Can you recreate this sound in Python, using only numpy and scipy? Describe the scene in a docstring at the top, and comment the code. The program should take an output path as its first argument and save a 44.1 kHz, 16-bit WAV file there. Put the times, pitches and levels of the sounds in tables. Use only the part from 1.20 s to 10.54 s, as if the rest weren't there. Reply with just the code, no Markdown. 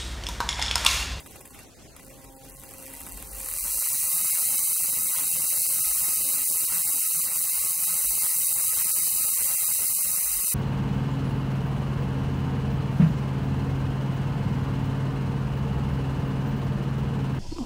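"""A slow chatter of gear ticks over room hiss and rumble, from a model locomotive on a roller stand indoors.
It falls nearly silent, breaks free with a click and runs up to a steady brush whir with a thin commutator whine.
Ticks and brush contacts are impulses and noise bursts ringing resonances; the whine is combed noise.
Gearbox and controller hum are wavering sines; chassis drone, hiss and rumble are filtered noise.
Weak sound drops out in short blocks, and the stereo width comes and goes in patches."""
import sys
import numpy as np
from scipy import signal
from scipy.fft import rfft, irfft, next_fast_len
from scipy.io import wavfile
from scipy.ndimage import uniform_filter1d, map_coordinates

SR = 44100
rng = np.random.default_rng(int(sys.argv[2]) if len(sys.argv) > 2 else 0)


def transcribe(u):
    """Save the signal u as a 16-bit wav file named by the first command-line argument.

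    u: samples, shape (n,) or (channels, n), limited to [-1, 1]; the rate is SR.
    q: integer samples, one column per channel.
    """
    v = np.clip(np.atleast_2d(u).T, -1, 1)
    q = np.round(v * 32767).astype(np.int16)
    wavfile.write(sys.argv[1], SR, q)


def magnitude_from_level(level_db):
    """Linear magnitude for a level in decibels (20 dB per decade)."""
    exponent = np.asarray(level_db, float) / 20
    return 10 ** exponent


N = 411894
T = np.arange(N) / SR
BLOCK = 1882  # samples in a spectral block


def unit(x):
    """Scaled to rms 1."""
    return x / np.sqrt(np.mean(x ** 2) + 1e-20)


def even(x):
    """Steady loudness however fast the contacts come."""
    return x / np.sqrt(abs(uniform_filter1d(x ** 2, SR // 4)) + 1e-20)


def along(points, hz):
    """Reads (pitch_hz, value) points on a log pitch axis."""
    point_hz, value = np.transpose(points)
    return np.interp(np.log(hz + 1), np.log(point_hz + 1), value)


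def curves(rows):
    """One value per sample for each column after the time."""
    s, *columns = np.transpose(rows)
    return [np.interp(T, s, column) for column in columns]


def wobble(rate):
    """A smooth random curve, rate knots a second."""
    return map_coordinates(rng.standard_normal(int(N * rate / SR) + 4), [T * rate])


def bump(s, half_s):
    """A bell-shaped rise and fall around a moment."""
    return np.exp(-((T - s) / half_s) ** 2)


def filtered(x, response):
    """x times a complex response of frequency."""
    m = next_fast_len(N + 8192)
    return irfft(rfft(x, m) * response(np.fft.rfftfreq(m, 1 / SR)), m)[..., :N]


def resonances(modes):
    """Causal response of (pitch_hz, width_hz, level_db) modes, alternating in polarity."""
    def response(f):
        total = 0
        for k, (center, width, db) in enumerate(modes):
            damping = 1j * f * width
            total = total + (-1) ** k * magnitude_from_level(db) * damping / (center * center - f * f + damping)
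        return total
    return response


def passes(turns, count, jitter):
    """Samples at which the shaft passes each of count marks a turn, and the mark numbers."""
    mark = np.arange(1, int(turns[-1] * count))
    uneven = mark + jitter * rng.standard_normal(len(mark))
    at = np.interp(uneven, turns * count, np.arange(N))
    return at.astype(int), mark % count


def bursts(at, db, decay_s, order=1):
    """Short lopsided noise bursts from the given samples; order 2 rounds the attack."""
    kicks = np.bincount(at, magnitude_from_level(db), N)
    gain = (np.e / (decay_s * SR)) ** (order - 1)
    poles = np.poly([np.exp(-1 / (decay_s * SR))] * order)
    envelope = signal.lfilter([gain], poles, kicks)
    return envelope * rng.uniform(-0.76, 1, N) * np.sqrt(3)


# brush and spring resonances in low, middle and high groups: pitch_hz, width_hz, level_db (relative)
BRUSH_MODES = [
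    [(7353, 310, -8), (7920, 700, -9), (8813, 530, -5.5)],
    [(9920, 810, -7.5), (11085, 560, -5)],
    [(11700, 280, -10.5), (11880, 310, -5.5), (12780, 460, -5.5), (13220, 770, -5), (15800, 2060, -10.5)],
]
# chassis and stand resonances: pitch_hz, width_hz, level_db (relative)
CHASSIS_MODES = [(557.4, 37, -3), (768, 144, -6), (1194, 537, -4.5), (1995, 114, -0.5), (2448, 250, -6),
                 (2763, 21, 3.5), (3142, 454, -11.5)]
# gear ticks while the drive crawls and pulls away: start_s, level_db (relative), knock_db (against level_db)
GEAR_TICKS = [(0.001, -33.5, -6.5), (0.0614, -34, -7.5), (0.108, -37, -14), (0.157, -35, -9),
              (0.2067, -32.5, -12), (0.254, -34, -10.5), (0.3062, -38, -9), (0.345, -38, -7),
              (0.389, -36.5, -6), (0.4299, -41, -12), (0.764, -39, -6), (0.795, -41, -3.5), (0.83, -47, -9),
              (0.9004, -41, -7), (1.0444, -42, -9), (1.2471, -44, -6), (1.283, -40, -10),
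              (1.4001, -42, -28), (1.427, -37, -23), (1.436, -27.5, -18), (1.49, -34, -28),
              (1.51, -28, -20), (1.5376, -26, -18), (1.5837, -28, -16), (1.6231, -30, -19),
              (1.665, -28, -16), (1.68, -33, -19), (1.6999, -32, -26), (1.738, -25, -18), (1.752, -32, -28),
              (1.8062, -21, -22), (1.866, -20, -20), (1.888, -25, -23), (1.9214, -21, -29),
              (1.9732, -20, -23), (2.0252, -19, -23.5), (2.0721, -25, -37), (2.115, -24, -34),
              (2.152, -26, -36), (2.17, -26, -30), (2.2022, -16, -26), (2.2313, -17, -25),
              (2.2604, -12.5, -27), (2.2871, -11, -27), (2.3125, -13.5, -25), (2.338, -10, -28),
              (2.3638, -12, -28), (2.386, -11, -24), (2.409, -18, -26), (2.43, -25, -30), (2.452, -17, -26)]
# bare snaps without a rattle: start_s, level_db (relative)
BARE_SNAPS = [(0.0745, -33), (0.2757, -32), (0.391, -34), (0.7647, -30), (0.831, -35), (0.848, -34),
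              (0.865, -36), (0.8824, -35), (0.9777, -39), (1.0425, -34), (1.1248, -37), (1.2471, -35),
              (1.2965, -31), (1.4002, -33), (1.7938, -29), (1.9455, -29)]
# the rattle fades under the bare snap as the drive pulls: speed_turns_per_s, rattle_db (relative)
RATTLE_BY_SPEED = [(8, 12), (11, -1), (17, -14), (40, -20)]


def ticks(speed):
    """Gear teeth take up slack: a bright snap, a short rattle and a knock in the chassis."""
    start_s, level_db, knock_db = np.transpose(GEAR_TICKS)
    at = (start_s * SR).astype(int)
    rattle_db = level_db + np.interp(speed[at], *np.transpose(RATTLE_BY_SPEED)) - 8.0
    rattle = bursts(at, rattle_db, decay_s=0.003, order=2)
    snap = np.bincount(at, magnitude_from_level(level_db + 18), N) + rattle
    for snap_s, snap_db in BARE_SNAPS:
        snap[round(snap_s * SR)] += magnitude_from_level(snap_db + 21)
    thud = bursts(at, level_db + knock_db + 15, decay_s=0.0067)
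    knock = thud + np.bincount(at, magnitude_from_level(level_db + knock_db + 25), N)
    bright_modes = sum(BRUSH_MODES, [])[:-1]  # all but the broad top mode
    return filtered(snap, resonances(bright_modes)) + filtered(knock, resonances(CHASSIS_MODES))


# colour of the room and microphone hiss: pitch_hz, density_db (relative)
HISS_COLOUR = [(18, -13), (30, -24), (55, -3), (77, -5.5), (127, -5.5), (344, -9), (775, -14.5),
               (931, -20.5), (5540, -23), (7780, -25), (15800, -38)]
# width of the hiss: pitch_hz, side_minus_mid_db
HISS_WIDTH = [(60, -6), (380, -6.5), (2380, -5), (15000, 1)]
# swells of the low rumble: center_s, half_length_s, level_db
RUMBLE_SWELLS = [(1.1, 0.3, -60), (2.198, 0.33, -44.5), (4.666, 0.073, -50), (6.885, 0.08, -49),
                 (8.25, 0.047, -53), (9.137, 0.11, -54)]


def room():
    """Noise coloured into hiss, and a narrow low rumble that leans left, as mid and side."""
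    def colour(f):
        mid_db = along(HISS_COLOUR, f)
        return magnitude_from_level([mid_db, mid_db + along(HISS_WIDTH, f)])

    hiss = filtered(rng.standard_normal((2, N)), colour)
    hiss = hiss * magnitude_from_level(-50.5 + 1.5 * wobble(12)) / np.std(hiss[0])
    boom = resonances([(45.5, 12, 0)])
    low = unit(filtered(rng.standard_normal((2, N)), lambda f: boom(f) ** 2))
    swell = magnitude_from_level(-64 + wobble(5.7))
    for center_s, half_s, db in RUMBLE_SWELLS:
        swell = swell + magnitude_from_level(db) * bump(center_s, half_s)
    return hiss + swell * np.array([low[0], magnitude_from_level(-11.0) * low[0] + magnitude_from_level(-15) * low[1]])


# controller hum: pitch_hz, level_db (rms, before its swell and waver)
HUM_PARTIALS = [(134.6, -66), (269.2, -61.5), (532, -62.5), (800, -66.5), (935, -70.5), (1068, -72)]


def hum():
    """The controller's wavering sines sink in the pause, swell in the pull-up and settle lower."""
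    swell_db = np.interp(T, [.45, .5, .75, .9, 1.6, 1.9, 2.3, 2.7], [-1, -21, -9.0, 0.5, 2, 4.5, 0.5, -3.5])
    total = 0
    for hz, db in HUM_PARTIALS:
        level = np.sqrt(2) * magnitude_from_level(db + 3.8 * wobble(6.6))
        total = total + level * np.sin(2 * np.pi * hz * T + 0.8 * wobble(9.9))
    return magnitude_from_level(swell_db) * total


# the ten brush contacts of one turn, fed to each resonance group: low_db, middle_db, high_db (relative)
CONTACT_PATTERN = [(-1, -4, -4), (-9, -9, -9), (-4, -5, -6), (-7, -1, -1), (-10, -8, -7), (-7, -6, -7),
                   (-14, -14, -13), (-7, -2, -5), (1, -2, 1), (-6, -2, -9)]


def brushes(turns, speed):
    """Every segment edge snaps under a brush, crisper at low speed; between edges the brush scrubs."""
    settle = 1.04  # the resonances rise to the listed pitches by this ratio near full speed
    at, mark = passes(turns, count=10, jitter=0.069)
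    luck_db = 1.6 * rng.standard_normal(len(at))
    fast = np.clip((speed - 60) / 26, 0, 1) * np.pi / 2  # crossfade angle
    crisp = (85 / speed) ** .55 * np.clip((speed - 4) / 5, 0, 1)
    whir = 0
    for group, pattern_db in zip(BRUSH_MODES, np.transpose(CONTACT_PATTERN)):
        db = pattern_db[mark] + luck_db
        rough = unit(bursts(at, db, decay_s=.0002, order=2))
        clicks = unit(np.bincount(at, magnitude_from_level(db), N))
        snaps = unit(rough + 1.4 * clicks)
        scrub = magnitude_from_level(-.8) * rng.standard_normal(N)
        ring = resonances(group)
        low, high = filtered(snaps * crisp + scrub, lambda f: [ring(f * settle), ring(f)])
        whir = whir + np.cos(fast) ** 2 * low + np.sin(fast) ** 2 * high
    return even(filtered(whir, lambda f: 1 / (1 + (6800 / (f + 1)) ** 18)))  # steep low cut


def drone(whir_db):
    """Noise rings the chassis, growing more slowly than the whir."""
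    level_db = -47 + 0.6 * (whir_db + 27.0) + 1.77 * wobble(13)
    return magnitude_from_level(level_db) * unit(filtered(rng.standard_normal(N), resonances(CHASSIS_MODES)))


# shaft orders that sing in the gearbox: multiple (of shaft rate), level_db (rms, before boost and
# waver), boost_share (of the pull-up boost; negative softens)
SHAFT_ORDERS = [(2.008, -61, 0.1), (10, -64, -1), (13.14, -63, 0), (14.97, -59.5, 0.9), (16.73, -69, 0),
                (25.2, -60, 0.3), (31.7, -60.5, 0), (35.26, -66, 0), (45.1, -61, 0), (47.3, -64, 0),
                (50.2, -60, 0), (55.1, -60, 0), (60.4, -62, 0), (64.4, -66, 0), (70.3, -59, 0),
                (75.2, -59, 0)]


def gearbox(speed, turns):
    """Shaft orders, slightly unsteady, rise with the speed; pull-up makes some louder and one softer."""
    acceleration = uniform_filter1d(np.gradient(speed) * SR, SR // 8)  # turns per s, per s
    pull_db = .09 * np.clip(acceleration, 0, 90)
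    total = 0
    for multiple, db, share in SHAFT_ORDERS:
        full_at = min(68 + multiple / 3, 85)  # turns per s
        wake = np.clip(speed / full_at, 0, 1) ** (5 + multiple / 2)  # high orders wake late
        level = np.sqrt(2) * magnitude_from_level(db + share * pull_db + 4.2 * wobble(15))
        total = total + wake * level * np.sin(2 * np.pi * multiple * (turns + 0.003 * wobble(25)))
    return total


# colour of the commutator whine: pitch_hz, level_db (relative)
WHINE_COLOUR = [(1500, -84), (2140, -8.5), (3000, -8.5), (3400, -27.5), (3850, -1.5), (4330, -1),
                (4960, -2.5), (5560, -3), (5730, -2.5), (6000, 4), (6800, -2), (8000, -7.5)]
# dark gaps that ride on the speed once it is high: multiple (of shaft rate), half_width (in multiples)
WHINE_GAPS = [(52.0, 1.1), (57.5, .8), (62.5, .3), (66.5, .9), (72.3, .35)]
# how deeply the segment comb cuts the whine at full speed: pitch_hz, share (before waver)
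COMB_DEPTH = [(3000, 0.51), (3900, 0.34), (4100, 0.086), (4450, 0.46), (4900, 0.59), (5300, 0.44),
              (5700, 0.24), (6200, 0.37), (7000, 0.75)]


def whine(speed):
    """Five segments repeat earlier rasp: an uneven comb rides on the speed, wavering band by band."""
    noise, full = rng.standard_normal(N), speed[-1]
    gaps = filtered(noise, lambda f: sum(np.exp(-((f / full - k) / half) ** 4) for k, half in WHINE_GAPS))
    # both noises are read at a rate that follows the shaft
    ride = np.cumsum(np.clip(speed / full, .8, None) + .006 * wobble(6))
    noise, gaps = (map_coordinates(v, [ride], mode="mirror") for v in (noise, gaps))
    depth = np.clip((speed - 72) / 10, 0, 1) * np.clip(1 + .17 * wobble(5), 0, 1)
    rasp = filtered(noise - depth * gaps, lambda f: magnitude_from_level(along(WHINE_COLOUR, f)))
    step = SR / (5 * speed) * (1 + .002 * wobble(12))  # samples from segment to segment
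    echoes = 0
    for k, share in enumerate([1.05, .5, .12], start=1):
        echoes = echoes + share * map_coordinates(rasp, [np.arange(N) - k * step])
    edges_hz = [0, 4050, 4900, 5750, 6600, SR]
    comb = 0
    for lo, hi in zip(edges_hz, edges_hz[1:]):
        band = filtered(echoes, lambda f: along(COMB_DEPTH, f) * (f >= lo) * (f < hi))
        comb = comb + magnitude_from_level(2.15 * wobble(7)) * band
    return even(rasp + comb * np.clip(speed / 84, 0, 1) ** 3)


# motor shaft before hunting: time_s, speed_turns_per_s
SHAFT_SPEED = [(0, 6.69), (1.2, 6.69), (1.36, 10.49), (1.55, 10.84), (1.86, 16.85), (2.04, 20.59),
               (2.2, 31.67), (2.45, 48.43), (2.6, 59), (2.8, 75.3), (2.92, 83), (3.1, 87.2), (3.3, 87.3),
               (3.45, 86.4), (4.7, 85.4), (9.34, 84.9)]
# brush whir grows with the speed: speed_turns_per_s, level_db (before pause, dips and flutter)
WHIR_BY_SPEED = [(6.3, -57.5), (10.5, -50), (12, -45.5), (16, -43.5), (23, -44.5), (32, -36.5), (46, -30),
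                 (55, -27), (70, -25.5), (86, -25)]
# the whir briefly dips or lifts: center_s, change_db
WHIR_DIPS = [(5.5, -1.5), (6.1, -2.5), (6.57, -1.3), (9.3, 0.5)]


def motor():
    """One shaft speed drives brushes, whine, chassis drone, gearbox and ticks."""
    speed, = curves(SHAFT_SPEED)
    speed = speed + .45 * wobble(3) * (speed / speed.max()) ** 8  # the shaft hunts near full speed
    turns = np.cumsum(speed) / SR
    off_s, on_s, fade_s = 0.41, 0.77, 0.05  # the drive pauses
    idle = np.interp(T, [off_s, off_s + fade_s, on_s - fade_s / 2, on_s + fade_s / 2], [0, 1, 1, 0])
    whir_db = np.interp(speed, *np.transpose(WHIR_BY_SPEED)) - 15 * idle
    for center_s, change_db in WHIR_DIPS:
        whir_db = whir_db + change_db * bump(center_s, half_s=0.037)
    # the load flutters as wheels meet the rollers
    load_db = wobble(2.027) * 0.5 + wobble(20) * 0.19 + wobble(45) * 0.04
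    whir = magnitude_from_level(whir_db + load_db) * (brushes(turns, speed) + magnitude_from_level(-10.5) * whine(speed))
    return whir + drone(whir_db) + gearbox(speed, turns) + ticks(speed)


# width of the smeared motor and hum: pitch_hz, side_minus_mid_db
NEAR_WIDTH = [(60, -2), (550, -7), (1400, -6), (2800, -11.5), (5600, -16.5), (10000, -12.5), (14000, -8)]
# direct motor and hum leaning left (negative: right): pitch_hz, share
LEFT_LEAN = [(40, 0.054), (500, -0.16), (4000, -0.037), (9000, -0.027), (13000, 0.045)]


def scene():
    """Nearby surfaces smear a copy of the motor and hum into the side channel."""
    near = motor() + hum()
    tail = rng.standard_normal(SR // 4) * magnitude_from_level(-60 * T[:SR // 4] / 0.33)  # falls 60 dB in 0.33 s
    spread = signal.fftconvolve(near, tail / np.linalg.norm(tail))[:N]
    wide = filtered(spread, lambda f: magnitude_from_level(along(NEAR_WIDTH, f)))
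    lean = filtered(near, lambda f: along(LEFT_LEAN, f))
    mid, side = room() + [near, wide + lean]
    return np.array([mid + side, mid - side])


# how readily weak sound drops out: pitch_hz, threshold_offset_db
DROPOUT_BIAS = [(60, -0.5), (180, 2.5), (300, 7), (450, 0), (1000, 0.5), (1600, 0), (2600, 0.5), (3400, 3),
                (4500, 1), (5700, 3), (7000, -4)]


def flicker(x):
    """Weak spectrum drops out in short blocks, under a restless threshold that follows the loudness."""
    hz, _, z = signal.stft(x, SR, nperseg=BLOCK)
    count = z.shape[2]
    pitch = hz[:, None]
    power = uniform_filter1d(np.mean(abs(z) ** 2, axis=0), size=3, axis=0) + 1e-14
    loud_db = 10 * np.log10(power.sum(axis=0))
    # luck held for two blocks at a time
    blocks = np.repeat(np.diff(rng.standard_normal((len(hz), count // 2 + 2))), 2, axis=1)[:, :count]
    beat = (-1) ** np.arange(count) * rng.uniform(0, 2.25, count)  # the bass throbs from block to block
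    lulls = uniform_filter1d(rng.standard_normal(z.shape[1:]), size=8, axis=0)
    lulls = unit(uniform_filter1d(lulls, size=5, axis=1))
    bass_db = (1.4 * blocks[0] + 3.16 * beat + 1.1 * lulls) / (1 + (pitch / 1800) ** 4)
    restless_db = 3.7 * unit(uniform_filter1d(blocks, size=30, axis=0)) + bass_db
    restless_db = restless_db * np.clip(2 + (loud_db + 36) / 18, .4, 1)
    # few drop-outs while the motor pulls away
    calm_db = np.interp(loud_db, [-52, -44, -34, -29], [-4, -5, -5, 0])
    tilt_db = along(DROPOUT_BIAS, hz)[:, None] - 9 * (pitch / 8000) ** 2
    threshold_db = -68 + 0.41 * (loud_db + 25.0) + calm_db + restless_db + tilt_db
    below = np.tanh((threshold_db - 10 * np.log10(power)) / 2.43)
    return signal.istft(z * magnitude_from_level(-19 * (1 + below)), SR, nperseg=BLOCK)[1][..., :N]


# how easily the stereo width drops out: pitch_hz, threshold (in spreads of chance)
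WIDTH_DROPOUT = [(300, -2.5), (1000, -1.2), (2600, -.4), (4500, .3), (6000, .1), (8300, -1.2),
                 (11000, -2.5)]


def patchy_width(pair):
    """The width collapses to the middle in patches of time and pitch."""
    mid, side = (pair[0] + pair[1]) / 2, (pair[0] - pair[1]) / 2
    hz, _, z = signal.stft(side, SR, nperseg=BLOCK)
    luck = rng.standard_normal(z.shape)
    field = unit(uniform_filter1d(uniform_filter1d(luck, size=12, axis=0), size=4, axis=1))
    field = unit(field + 1.3 * unit(uniform_filter1d(luck[0], size=4)))  # part shared by all pitches
    quiet = np.sum(abs(z) ** 2, axis=0) < magnitude_from_level(2 * -48)  # side power under -48 dB
    threshold = along(WIDTH_DROPOUT, hz)[:, None] - 1.2 * quiet  # a quiet side is kept more readily
    side = signal.istft(z * (field > threshold), SR, nperseg=BLOCK)[1][:N]
    return np.array([mid + side, mid - side])


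def band_limit(x):
    """A steep low-pass at the top of the band."""
    return signal.sosfilt(signal.butter(12, 17020, fs=SR, output="sos"), x)


def record(dry):
    """The top is cut, then weak sound and stereo width flicker."""
    dull = filtered(dry, lambda hz: hz < 15750)
    heard = patchy_width(flicker(dull))
    return band_limit(heard)


dry = scene()
out = record(dry)
transcribe(out)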